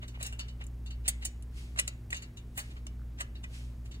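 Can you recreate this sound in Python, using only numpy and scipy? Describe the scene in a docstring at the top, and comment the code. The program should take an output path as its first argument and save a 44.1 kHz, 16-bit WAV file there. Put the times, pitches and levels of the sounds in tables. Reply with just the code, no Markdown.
"""Over mains hum and low machine rumble in a quiet room, fingers turn a small knob on a metal frame,
heard close and wide. Clicks begin at 0.2 s, each a crunch of tiny impacts that rings the frame;
between them the loose knob scuffs and knocks. The catch snaps hard at 1.1 s, skin slides to a new grip
at 1.6 s, and a second hard snap at 1.8 s comes with a clack of the knob's body. Weaker clicks and two
more slides follow, and two faint knocks close the scene near 3.9 s."""
import sys
import numpy as np
from scipy import signal
from scipy.fft import rfft, irfft
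from scipy.io import wavfile

SR = 44100
rng = np.random.default_rng(int(sys.argv[2]) if len(sys.argv) > 2 else 0)


def store_pcm(level_fs):
    """Save levels as 16-bit WAV."""
    pcm = np.round(np.clip(level_fs, -1, 1) * 32767).astype(np.int16)
    wavfile.write(sys.argv[1], SR, np.atleast_2d(pcm).T)


N = 176400
HZ, TIME = np.fft.rfftfreq(N, 1 / SR), np.arange(N) / SR

# Event levels are relative within each table.
# knob clicks: (peak time [s], low level [dB], middle level [dB], high level [dB], rise [s], fall [s])
CLICKS = [(.212, -39.5, -52, -57, 0.008, 0.014), (.228, -40.5, -40.5, -38.5, 0.00045, 0.0075),
          (.250, -45, -46, -54, 0.0052, 0.027), (.265, -44, -40.5, -41, 0.0017, .0085),
          (0.325, -44, -53, -55, 0.00072, 0.011), (1.085, -31, -29, -26.5, 0.0027, 0.0078),
          (1.253, -42, -33.5, -34, 0.0024, 0.0085), (1.762, -43, -57, -65, 0.0016, 0.007),
          (1.776, -38, -47, -60, .0027, 0.005), (1.791, -28.5, -25.5, -35, .0037, 0.0069),
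          (1.797, -36, -27, -33, 0.0011, .004), (1.879, -36.5, -32, -35, 0.0016, 0.0045),
          (2.105, -48, -43.5, -48, 0.00053, 0.0063), (2.13, -28, -40, -44, 0.0031, 0.0045),
          (2.145, -41.5, -40.5, -53, 0.002, 0.01), (2.578, -34.5, -43, -36.5, 0.0028, 0.0047),
          (2.592, -37.5, -43.5, -43, 0.011, 0.015), (2.868, -41, -42.5, -49, .0008, 0.0022),
          (3.209, -31, -39, -42.5, 0.0043, 0.008), (3.442, -42, -50, -57, 0.004, 0.0036)]
# low, middle, high and top bands of a click: (frequency [Hz])
CLICK_BANDS_HZ = [1660, 5700, 9800, 15800]
# spectrum common to all clicks: (frequency [Hz], gain [dB])
CLICK_SPECTRUM = [(100, -43), (380, -11), (520, -5.5), (780, -7), (1100, 0), (1550, 3.5), (2300, 5),
                  (3400, 1), (5000, -3.5), (7000, 1.5), (8700, 4.5), (11000, -4.5), (13500, -9)]
# snaps of the catch: (time [s], level [dB], fall [s])
SNAPS = [(.2272, -25, .0012), (.640, -41.5, 0.0026), (.667, -39, 0.002), (1.0798, -14.5, 0.0056),
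         (1.2518, -23, 0.00094), (1.424, -44, 0.0059), (1.7922, -30, 0.00084), (1.7963, -8, 0.00076),
         (1.815, -29, 0.0006), (1.878, -22, .0018)]
# spectrum of a snap: (frequency [Hz], gain [dB])
SNAP_SPECTRUM = [(400, -23), (2500, -7.5), (5200, -12), (7000, -3), (9800, -1.5), (12500, -19)]
# modes of the metal frame: (frequency [Hz], gain [dB], T60 before the cap [s])
FRAME_MODES = [(602, -6.5, 0.14), (2776, 7, 0.064), (2965, 10.5, 0.096), (3560, 8, 0.15), (3890, 9, 0.04),
               (4450, 10.5, 0.077), (5330, 8, 0.13), (5970, 7, 0.14), (6460, 5, 0.054), (6940, 7.5, 0.03),
               (7850, 7, 0.17), (10300, -6, 0.044), (11020, -1.5, 0.09)]
# clacks of the knob's body: (time [s], level [dB])
CLACKS = [(1.788, -27), (1.878, -45), (2.127, -33), (2.579, -36), (3.206, -53), (3.44, -41.5)]
# modes of the knob's body: (frequency [Hz], gain [dB], T60 [s])
KNOB_MODES = [(1990, 1.5, 0.068), (2457, 2.5, 0.058), (2773, 1, 0.027)]
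# knocks of the loose knob: (peak time [s], level [dB], treble tilt [dB/octave])
KNOCKS = [(.081, -57, 2), (.394, -41, -2.5), (.485, -55.5, -3.5), (.863, -55.5, -2), (.907, -52.5, -4),
          (2.165, -49.5, 0.5), (2.223, -49.5, -1.5), (2.372, -56.5, 0), (3.355, -55, -8),
          (3.915, -52.5, -4.5), (3.943, -55, -5.5)]
# dull scuffs of the turning knob: (peak time [s], level [dB], treble tilt [dB/octave])
SCUFFS = [(.031, -48, -11.5), (.153, -54, -14.5), (.614, -52, -10.5), (1.062, -50, -6.5),
          (1.228, -50.5, -6), (2.712, -60, -7), (2.77, -57.5, -11.5), (3.19, -54, -7), (3.86, -64.5, -2)]
# spectrum of the knob touching its seat: (frequency [Hz], gain [dB])
SEAT_SPECTRUM = [(200, -15), (700, -5.5), (1400, 7.5), (2400, 9.5), (4200, 6.5), (8000, 4.5), (15000, -11)]
# skin sliding to a new grip: (peak time [s], level [dB], rise [s], fall [s])
SLIDES = [(1.582, -58, 0.026, 0.087), (2.65, -64, 0.062, 0.087), (3.55, -57, 0.028, 0.082)]
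# spectrum of skin friction: (frequency [Hz], gain [dB])
SKIN_SPECTRUM = [(300, -46), (1200, -1.5), (2500, 6.5), (7000, -2), (11000, -8), (14500, -23)]
# soft ticks of the fingers: (time [s], level [dB], frequency [Hz])
TICKS = [(.176, -47.5, 784), (0.611, -46.5, 710), (.618, -45.5, 2000), (2.996, -54.5, 1400),
         (3.018, -51, 1370)]
# stereo phase shift of the knob's sound: (frequency [Hz], lead of left [rad])
KNOB_PHASES = [(780, 0.5), (1030, -3), (4200, -2.5), (5800, -3.5), (8000, 0.66), (9500, 0.5), (11300, 0.5),
               (14000, 6)]
# stereo phase shift of the frame's sound: (frequency [Hz], lead of left [rad])
FRAME_PHASES = [(615, -0.5), (2900, -2.5), (3900, -2.54), (4490, 2), (5400, -4), (7900, -1), (11000, 4)]
# reverberation time of the room: (frequency [Hz], T60 [s])
ROOM_T60 = [(300, 0.15), (2000, 0.32), (5000, 0.25), (9000, 0.3), (15000, 0.05)]
# spectrum of the reverberation: (frequency [Hz], gain [dB])
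ROOM_SPECTRUM = [(300, 0), (2500, 0), (6000, -8.5), (11000, -21)]
# stereo width of diffuse sound: (frequency [Hz], side minus middle [dB])
DIFFUSE_WIDTH = [(200, -64), (600, -10.5), (1200, 9), (3500, 6), (6000, -4.5), (12000, -35)]
# hum of mains and machine: (frequency [Hz], rms level of the steady part [dB], waver depth [0-1])
HUM_LINES = [(29.7, -69, 0), (59.46, -42, 0.28), (108.7, -60, 0.33), (120.2, -53.5, 0.44), (239.5, -61, 0)]
# room rumble and hiss: (frequency [Hz], spectral density [dB re 1/Hz])
FLOOR_SPECTRUM = [(20, -82.5), (45, -66), (70, -75), (95, -72), (118, -76), (142, -81), (175, -77.5),
                  (220, -86), (320, -85), (500, -95), (900, -101), (2000, -106), (4000, -112.5),
                  (15500, -118)]
# stereo width of rumble and hiss: (frequency [Hz], side minus middle [dB])
FLOOR_WIDTH = [(120, -62), (350, -78), (700, -24), (1500, -8.5), (3500, -7.5), (6000, -17), (10000, -24)]

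LN_1000 = np.log(1000)  # exponent of a 60 dB decay


def clicks(gain_db=5.5, top_follow=.89, grip_from_db=-39, grip_damping=.62):
    """Stick-slip: the knob catches and lets go. Returns the sound and the force on the frame."""
    sound, force = np.zeros((2, N))
    for time, low_db, middle_db, high_db, rise, fall in CLICKS:
        offset, hz, burst = crunch(rise, fall)
        top_db = high_db + top_follow * (high_db - middle_db)
        bands = list(zip(CLICK_BANDS_HZ, (low_db, middle_db, high_db, top_db)))
        click = colour(burst, curve(bands, hz) + curve(CLICK_SPECTRUM, hz) + gain_db)
        add(sound, time + offset, click)
        grip_loss_db = grip_damping * max(low_db - grip_from_db, 0)  # the grip damps strong clicks
        add(force, time + offset, click * amp(-grip_loss_db))
    return sound, force


def crunch(rise, fall, impacts_per_s=8700, friction=.86, size=8192):
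    """Superposition of tiny impacts and friction. Returns start offset [s], bins [Hz] and the burst."""
    t = (np.arange(size) - size // 4) / SR
    hz = np.fft.rfftfreq(size, 1 / SR)
    chance = impacts_per_s / SR
    strength, hiss = rng.standard_normal((2, size))
    impacts = strength * (rng.random(size) < chance) / np.sqrt(chance)
    # each touch lands on another spot, with its own resonant peaks and dips
    ripple_hz = np.arange(0, SR / 2, 260)
    ripple_db = np.interp(hz, ripple_hz, 2.5 * rng.choice([-1, 1], len(ripple_hz)))
    envelope = swell(t, rise, fall)
    burst = colour(impacts + friction * hiss, ripple_db) * envelope
    return t[0], hz, burst * np.linalg.norm(envelope) / np.linalg.norm(burst)


def catch_snaps():
    """An abrupt impact has a broad spectrum: the catch drops home with a bright crack."""
    out = np.zeros(N)
    for time, db, fall in SNAPS:
        offset, hz, burst = crunch(rise=.0001, fall=fall)
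        add(out, time + offset, colour(burst, db + curve(SNAP_SPECTRUM, hz)))
    return out


def frame_ring(force, t60_cap_s=.12, spot_db=1.5, spot_s=.12):
    """Modal resonance: force rings the frame, and the shifting point of contact favours other modes."""
    spot_times = np.arange(0, N / SR + spot_s, spot_s)
    out = np.zeros(N)
    for hz, db, t60 in FRAME_MODES:
        damping = LN_1000 / min(t60, t60_cap_s) / SR
        pole = np.exp(2j * np.pi * hz / SR - damping)
        coupling_db = np.interp(TIME, spot_times, spot_db * rng.choice([-1, 1], len(spot_times)))
        out += signal.lfilter([2 * damping], [1, -pole], force * amp(db + coupling_db)).real
    return out


def body_clacks(rise_s=.002):
    """Damped free vibration: a firm turn leaves the knob's body ringing briefly."""
    t, out = TIME[:SR // 5], np.zeros(N)
    ring = sum(amp(db) * np.exp(-LN_1000 * t / t60) * np.sin(2 * np.pi * hz * t)
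               for hz, db, t60 in KNOB_MODES)
    onset = 1 - np.exp(-t / rise_s)
    for time, db in CLACKS:
        add(out, time, amp(db) * ring * onset)
    return out


def seat_contacts(events, rise, fall, pivot_hz=2400):
    """Contact noise of the knob in its seat: a slow onset is heard as a scuff, a fast one as a knock."""
    out = np.zeros(N)
    for time, db, tilt in events:
        offset, hz, burst = crunch(rise, fall)
        octaves_above = np.log2(np.maximum(hz / pivot_hz, 1))
        add(out, time + offset, colour(burst, db + curve(SEAT_SPECTRUM, hz) + tilt * octaves_above))
    return out


def skin_slides(gain_db=7.5):
    """Sliding friction: skin moving over the knob makes smooth swells of hiss."""
    envelope = sum(amp(db + gain_db) * swell(TIME - time, rise, fall) for time, db, rise, fall in SLIDES)
    hiss = colour(rng.standard_normal((2, N)), curve(SKIN_SPECTRUM))
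    return widen(hiss, DIFFUSE_WIDTH) * envelope


def finger_ticks(width_s=.00088):
    """Gaussian wave packets: a few cycles are too short to carry a clear pitch and are heard as ticks."""
    out = np.zeros(N)
    for time, db, hz in TICKS:
        t = TIME - time
        out += amp(db) * np.exp(-(t / width_s) ** 2) * np.sin(2 * np.pi * hz * t)
    return out


def phase_spread(x, phases):
    """Stereo width: left and right are shifted out of phase, so the sound is heard wide."""
    half_shift = np.exp(.5j * curve(phases))
    return irfft(rfft(x) * np.array([half_shift, 1 / half_shift]), N)


def reflections(x, gain_db=-8, t60=.031):
    """Early reflections off the desk, different on the left and right."""
    t = TIME[:SR // 5]
    tail = rng.standard_normal((2, len(t))) * np.exp(-LN_1000 * t / t60) * (t > .001)
    tail = widen(tail / np.linalg.norm(tail[0]), DIFFUSE_WIDTH)
    return signal.fftconvolve(x[None], amp(gain_db) * tail, axes=1)[:, :N]


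def room(x, gain_db=-12, delay_s=.005):
    """Reverberation: a diffuse tail decays exponentially in each band, the highest treble first."""
    noise = rng.standard_normal((2, SR // 2)) * (TIME[:SR // 2] > delay_s)
    hz, t, bands = signal.stft(noise, SR, nperseg=256)
    decay = np.exp(-LN_1000 * t / curve(ROOM_T60, hz)[:, None])
    tail = signal.istft(bands * decay, SR, nperseg=256)[1]
    tail = widen(tail / np.linalg.norm(tail[0]), DIFFUSE_WIDTH)
    source = colour(x, gain_db + curve(ROOM_SPECTRUM))
    return signal.fftconvolve(source[None], tail, axes=1)[:, :N]


def background():
    """A line spectrum of hum, partly wavering, over a continuous spectrum of machine rumble and hiss."""
    noise = colour(rng.standard_normal((2, N)), curve(FLOOR_SPECTRUM)) * np.sqrt(SR / 2)
    out = widen(noise, FLOOR_WIDTH)
    for hz, db, waver in HUM_LINES:
        real, imag = rng.standard_normal((2, 13))
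        drift = np.interp(TIME, np.linspace(0, N / SR, len(real)), real + 1j * imag)
        tone = np.exp(2j * np.pi * (hz * TIME + rng.random()))
        out += np.sqrt(2) * amp(db) * ((1 + waver * drift) * tone).real
    return out


def amp(db):
    """Decibels to amplitude ratio."""
    return 10 ** (np.asarray(db) / 20)


def curve(points, hz=HZ):
    """Interpolation of (frequency [Hz], value) points on a log-frequency axis."""
    point_hz, values = np.transpose(points)
    return np.interp(np.log(hz + 1), np.log(point_hz + 1), values)


def colour(x, db):
    """Zero-phase filtering by a gain curve on the frequency bins of x."""
    return irfft(rfft(x) * amp(db), x.shape[-1])


def add(mix, time, sound):
    """Superposition: a sound joins the mix at the given time [s]."""
    start = round(time * SR)
    sound = sound[max(-start, 0):]
    part = mix[max(start, 0):][:len(sound)]
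    part += sound[:len(part)]


def widen(pair, width):
    """Mid-side mixing: two unrelated signals become partly coherent left and right channels."""
    ratio = amp(curve(width, np.fft.rfftfreq(pair.shape[1], 1 / SR)))
    middle, side = rfft(pair) / np.sqrt(1 + ratio ** 2)
    return irfft(np.array([middle + ratio * side, middle - ratio * side]), pair.shape[1])


def swell(t, rise, fall):
    """Exponential growth up to t = 0 and decay after it, with time constants in seconds."""
    return np.exp(np.where(t < 0, t / rise, -t / fall))


def scene():
    """Source, resonator and room: the knob drives the frame, and both sound in the humming room."""
    crunches, click_force = clicks()
    snaps, clacks = catch_snaps(), body_clacks()
    scuffs = amp(6.5) * seat_contacts(SCUFFS, rise=.007, fall=.014)
    knocks = seat_contacts(KNOCKS, rise=.0021, fall=.012)
    # a knock shakes the frame harder than a scuff
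    force = click_force + snaps + amp(-7) * scuffs + amp(7) * knocks
    ring = frame_ring(force)
    knob = crunches + snaps + clacks + scuffs + knocks
    near = phase_spread(knob, KNOB_PHASES) + phase_spread(ring, FRAME_PHASES) + reflections(knob + ring)
    return near + room(force + ring) + finger_ticks() + skin_slides() + background()


def record(dry, cutoff_hz=15850):
    """Band limiting: a steep low-pass filter removes the highest treble."""
    lowpass = signal.firwin(511, cutoff_hz, window=("kaiser", 9), fs=SR)
    return signal.oaconvolve(dry, lowpass[None], "same")


dry = scene()
out = record(dry)
store_pcm(out)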